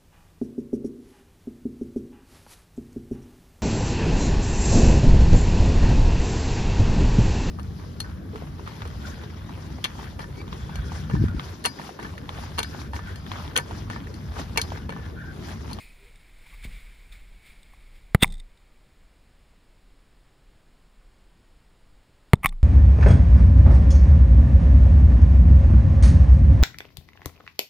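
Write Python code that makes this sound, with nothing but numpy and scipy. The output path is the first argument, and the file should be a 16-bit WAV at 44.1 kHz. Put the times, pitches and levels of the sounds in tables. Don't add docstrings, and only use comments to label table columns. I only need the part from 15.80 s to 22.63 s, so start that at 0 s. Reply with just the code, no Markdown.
import sys
import numpy as np
from scipy import signal
from scipy.fft import rfft, irfft, next_fast_len
from scipy.io import wavfile
from scipy.ndimage import map_coordinates

SR = 44100
rng = np.random.default_rng(int(sys.argv[2]) if len(sys.argv) > 2 else 0)


def materialize(psi):
    bounded = np.clip(np.atleast_2d(psi).T, -1, 1)
    quanta = np.round(bounded * 32767).astype(np.int16)
    wavfile.write(sys.argv[1], SR, quanta)


N = 301203
TIME_S = np.arange(N) / SR
FFT_SIZE = next_fast_len(N + SR // 2)
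FREQS_HZ = np.fft.rfftfreq(FFT_SIZE, 1 / SR)


def amp(db):
    return 10 ** (np.asarray(db) / 20)


def unit_rms(x):
    return x / np.sqrt(np.mean(x ** 2) + 1e-20)


def curve_db(points):
    hz, db = np.transpose(points)
    return np.interp(np.log(FREQS_HZ + 1), np.log(hz), db)


def bells_db(peaks):
    return sum(db / (1 + (2 * (FREQS_HZ - hz) / width_hz) ** 2) for hz, width_hz, db in peaks)


def coloured(x, colour_db):
    cepstrum = irfft(np.log(amp(colour_db)), FFT_SIZE)
    cepstrum[1:FFT_SIZE // 2] *= 2
    cepstrum[FFT_SIZE // 2 + 1:] = 0
    return irfft(rfft(x, FFT_SIZE) * np.exp(rfft(cepstrum)), FFT_SIZE)[:N]


def noise(colour_db):
    return unit_rms(coloured(rng.standard_normal(N), colour_db))


def wobble(rate_hz):
    return map_coordinates(rng.standard_normal(int(N * rate_hz / SR) + 4), [TIME_S * rate_hz])


def swell(peak_s, rise_s, fall_s):
    return np.exp(-np.abs(TIME_S - peak_s) / np.where(TIME_S < peak_s, rise_s, fall_s))


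# (frequency [Hz], gain [dB])
FLOOR_SPECTRUM = [(20, 21), (35, 29.5), (70, 16), (130, 12.5), (300, 6.5), (700, 1), (2000, -3),
                  (5000, -8.5), (7000, -11), (10000, -15.5), (12300, -25), (15000, -19)]
def stillness(level_db=-57):
    return amp(level_db) * noise(curve_db(FLOOR_SPECTRUM))


# (frequency [Hz], width [Hz], gain [dB])
WHISTLE_MODES = [(2130, 520, 18), (2490, 300, 17.7), (4150, 1400, 6.4), (9580, 490, 23.6), (14400, 390, 23)]
def swish(level_db=-47, decay_s=0.084):
    rub_db = curve_db([(200, 1), (1500, -10), (3000, -4), (8000, -4), (12000, -28), (15500, -12.5)])
    return amp(level_db) * np.exp(-TIME_S / decay_s) * noise(rub_db + bells_db(WHISTLE_MODES))


# (time [s], relative hiss [dB], rise [s], fall [s], rumble [dB])
HAND_STROKES = [(.24, -62.5, 0.073, 0.26, -56), (.70, -56.5, 0.11, 0.31, -46.5),
                (0.847, -44, 0.013, 0.015, -34), (.91, -54.5, 0.044, 0.22, -42.5),
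                (1.33, -53.5, 0.014, 0.052, -41), (1.665, -55, 0.024, 0.077, -58),
                (2.155, -63, 0.011, .04, -48.5)]
# (frequency [Hz], gain [dB])
HISS_SPECTRUM = [(100, -10), (600, -10.5), (1100, -3.5), (1600, 0.5), (2300, -2), (2850, -1), (3600, 3.5),
                 (5000, -3.5), (7000, -5), (8500, -4), (10000, -15), (12000, -27), (13500, -21),
                 (15500, -17.5)]
RUMBLE_SPECTRUM = [(12, -15.5), (24, -2.5), (32, 2.5), (48, -8), (80, -25), (160, -31), (400, -57),
                   (1500, -120)]
# (frequency [Hz], width [Hz], gain [dB])
PORT_MODES = [(2246, 650, 16.5), (9820, 600, 15), (14200, 1500, 16.5)]
def handling(hiss_gain_db=2, flutter_db=0.72, hold_s=2, relax_db_per_s=10, lag_s=.03):
    grip = amp(-relax_db_per_s * np.maximum(TIME_S - hold_s, 0))
    rubs = [amp(db) * swell(s, rise_s, fall_s) for s, db, rise_s, fall_s, _ in HAND_STROKES]
    heaves = [amp(db) * swell(s + lag_s, rise_s=0.056, fall_s=.11) for s, *_, db in HAND_STROKES]
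    rub = np.linalg.norm(rubs + [amp(-65.5) * grip], axis=0)
    heave = np.linalg.norm(heaves + [amp(-52) * grip], axis=0)
    hiss = noise(curve_db(HISS_SPECTRUM) + bells_db(PORT_MODES))
    hiss *= amp(hiss_gain_db + flutter_db * wobble(64))
    return hiss * rub + noise(curve_db(RUMBLE_SPECTRUM)) * heave


# (time [s], pitch [Hz], level [dB])
LOW_SQUEAKS = [(.235, 400, -58.5), (.275, 478, -61)]
def squeaks(half_width_s=0.032, waver_rad=0.44):
    out = np.zeros(N)
    for s, hz, db in LOW_SQUEAKS:
        envelope = amp(db) * np.exp(-((TIME_S - s) / half_width_s) ** 2)
        out += envelope * np.sin(2 * np.pi * hz * TIME_S + waver_rad * wobble(55))
    return out


def ducking(knocks, threshold_db=-9, depth_db=6, recover_s=.16):
    last_peak_s = np.maximum.accumulate(np.where(np.abs(knocks) > amp(threshold_db), TIME_S, -np.inf))
    return amp(-depth_db * np.exp((last_peak_s - TIME_S) / recover_s))


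def friction(slips, colour_db, stop_s, grit_db):
    envelope = np.zeros(N)
    t = np.arange(-SR // 16, SR // 16) / SR
    for s, db, lead_s in slips:
        burst = amp(db) * np.exp(-np.abs(t) / np.where(t < 0, lead_s, stop_s))
        span = envelope[round(s * SR) - len(t) // 2:][:len(t)]
        span += burst[:len(span)]
    grit = unit_rms(rng.standard_normal(N) * amp(grit_db * wobble(1500)))
    return coloured(envelope * grit, colour_db) / np.sqrt(np.mean(amp(colour_db) ** 2))


def contacts(hits, colour_db, stop_s, grit_db):
    impulses = np.zeros(N)
    for s, db, _, _ in hits:
        impulses[round(s * SR)] -= amp(db)
    response_peak = np.abs(coloured(TIME_S == 0, colour_db)).max()
    strikes = coloured(impulses, colour_db) / response_peak
    slips = [(s, db, lead_s) for s, _, db, lead_s in hits]
    return strikes + friction(slips, colour_db, stop_s, grit_db)


# (time [s], sway [dB], rattle [dB], rattle length [s])
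CONTROL_RELEASES = [(2.451, -28, -48.5, .165), (6.661, -26, -48, .036)]
# (frequency [Hz], level [dB], t60 [s])
RING_MODES = [(170, -49, 0.5), (813, -52, 0.24)]
def sway(rock_hz=26.6, rise_s=.05, settle_s=.12, waver_rad=0.21):
    out = np.zeros(N)
    for s, db, _, _ in CONTROL_RELEASES:
        t = np.maximum(TIME_S - s, 0)
        out += amp(db) * np.sin(2 * np.pi * rock_hz * t) * np.exp(-((t - rise_s) / settle_s) ** 2)
        for ring_hz, ring_db, t60_s in RING_MODES:
            waver = waver_rad * wobble(72)
            out += amp(ring_db - 60 * t / t60_s) * np.sin(2 * np.pi * ring_hz * t + waver)
    return out


# (time [s], level [dB], lead [s])
SPRING_TICKS = [(.3582, -47, .0008), (.844, -44, 0.0037), (1.324, -46, .001), (1.8313, -48, 0.00073),
                (2.4545, -38, .001), (2.4775, -44, .0005), (2.5243, -38.5, .001), (2.542, -47, 0.0018),
                (2.5996, -37, 0.00036), (2.7757, -56, .002), (6.5555, -50, .0007), (6.6662, -29.5, .002),
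                (6.6915, -34.5, .001)]
# (frequency [Hz], gain [dB])
TICK_SPECTRUM = [(100, -14.5), (1200, -14.5), (2300, -2.5), (2900, -9), (3700, 0), (4400, -6.5), (5200, -3),
                 (6700, -6), (8000, -11.5), (10500, -17), (12500, -21.5), (15500, -22.5)]
# (frequency [Hz], width [Hz], gain [dB])
COIL_MODES = [(2060, 260, 10), (3590, 340, 14), (8400, 400, 20), (9790, 450, 8.7), (14330, 800, 8.3)]
def spring(max_ticks=48, gap_s=.007, lead_s=.001, fade_db_per_s=40.5, scatter_db=2):
    catches = list(SPRING_TICKS)
    for s, _, db, length_s in CONTROL_RELEASES:
        gap_jitter, level_jitter = rng.standard_normal((max_ticks, 2)).T
        delays_s = np.cumsum(gap_s * np.exp(.5 * gap_jitter))
        levels_db = db - fade_db_per_s * delays_s + scatter_db * level_jitter
        catches += [(s + delay, level, lead_s)
                    for delay, level in zip(delays_s, levels_db) if delay < length_s]
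    return friction(catches, curve_db(TICK_SPECTRUM) + bells_db(COIL_MODES), stop_s=0.0018, grit_db=2.5)


# (time [s], level [dB], lead [s])
RASP_SLIPS = [(2.410, -44.5, 0.0045), (2.4278, -10, 0.0032), (2.4335, -4, 0.0011)]
# (frequency [Hz], gain [dB])
RASP_SPECTRUM = [(100, -5), (600, -7), (1200, -2.5), (1600, -0.5), (2300, -4.5), (3000, -1.5), (3700, -1),
                 (4300, -10.5), (5500, -21), (7200, -16.5), (10500, -15), (12500, -28), (15000, -12)]
def rasp():
    colour_db = curve_db(RASP_SPECTRUM) + bells_db(COIL_MODES)
    return friction(RASP_SLIPS, colour_db, stop_s=0.0018, grit_db=1.5)


# (time [s], peak [dB], scrape [dB], scrape lead [s])
PLASTIC_SNAPS = [(.668, -56, -57, .008), (.745, -54, -49.5, 0.012), (1.937, -46, -52.5, 0.0035),
                 (2.4441, -10.5, -21.5, .0015), (6.6335, -26, -33, 0.00084), (6.6463, -12, -17.5, 0.0037),
                 (6.659, -2.5, -13, 0.0011), (6.7262, -47.5, -47, 0.0019)]
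# (frequency [Hz], gain [dB])
SNAP_SPECTRUM = [(40, -18), (130, -12), (280, -19), (500, -24.5), (780, -5), (1150, 1.5), (1520, -20.5),
                 (1900, -11.5), (2400, -15.5), (3000, -18), (4200, -31), (7500, -33.5), (10800, -23.5),
                 (12500, -33.5), (15500, -30)]
def snaps():
    colour_db = curve_db(SNAP_SPECTRUM) + bells_db(PORT_MODES)
    return contacts(PLASTIC_SNAPS, colour_db, stop_s=0.0031, grit_db=2)


def shudder(blows, decay_s=0.068):
    envelope = sum(amp(db) * (TIME_S > s) * np.exp(-np.abs(TIME_S - s) / decay_s) for s, *_, db in blows)
    colour_db = curve_db([(25, -8.5), (55, 1), (100, -5.5), (180, -6), (300, -23), (1000, -32.5),
                          (2000, -50.5), (5000, -89)])
    return envelope * noise(colour_db)


# (time [s], pre-filter level [dB], pitch [Hz], overload [dB], click [dB], shudder [dB])
CASE_BLOWS = [(0.852, -30, 131, -9.5, -39, -43.5), (2.3485, -4, 140, 11, -3.5, -42.5),
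              (2.429, -4.5, 172, -6.5, -23, -35), (6.5349, -1.5, 135, 17, -2, -37.5),
              (6.6491, -18.5, 170, 2, -39.5, -42)]
# (frequency [Hz], gain [dB])
CASE_RESPONSE = [(100, 2), (260, -0.5), (400, 0), (1000, 3.5), (1500, -0.5), (2200, 6), (3500, -2),
                 (8000, -4), (15500, -4.5)]
CLICK_SPECTRUM = [(100, -7.5), (550, -2.5), (850, 4), (1200, 4.5), (1600, -7), (2100, -0.5), (2900, -10),
                  (4200, -13), (6000, -33), (7500, -21), (10000, -17), (12000, -18.5), (15000, -22)]
def thumps(t60_s=.013, droop_hz=50, click_ahead_s=.0007, scrape_lead_s=.0003):
    push = np.zeros(N)
    hits = []
    for s, db, hz, overload_db, click_db, _ in CASE_BLOWS:
        t = np.clip(TIME_S - s, 0, 1)
        swing = np.sin(2 * np.pi * hz * t) * amp(-60 * t / t60_s)
        saturated = np.tanh(amp(overload_db) * swing / swing.max())
        push += amp(db) * saturated / saturated.max()
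        hits.append((s - click_ahead_s, click_db, click_db - 10.5, scrape_lead_s))
    push = signal.lfilter(*signal.butter(1, droop_hz, "high", fs=SR), push)
    clicks = contacts(hits, curve_db(CLICK_SPECTRUM), stop_s=0.003, grit_db=4)
    return coloured(push, curve_db(CASE_RESPONSE)) + clicks + shudder(CASE_BLOWS)


# (frequency [Hz], width [Hz], gain [dB])
TREBLE_NOTCH = [(6029, 600, -14.5)]
def scene():
    knocks = snaps() + rasp() + thumps() + sway()
    background = ducking(knocks) * (swish() + handling() + squeaks() + stillness())
    mono = knocks + coloured(spring() + background, bells_db(TREBLE_NOTCH))
    return np.array([mono, mono])


def record(dry):
    cutoff_hz = 15750
    lowpass = 1 / (1 + (FREQS_HZ / cutoff_hz) ** 160)
    clipped = np.clip(dry, -1, 1)
    return irfft(rfft(clipped, FFT_SIZE) * lowpass, FFT_SIZE)[:, :N]


dry = scene()
out = record(dry)
materialize(out)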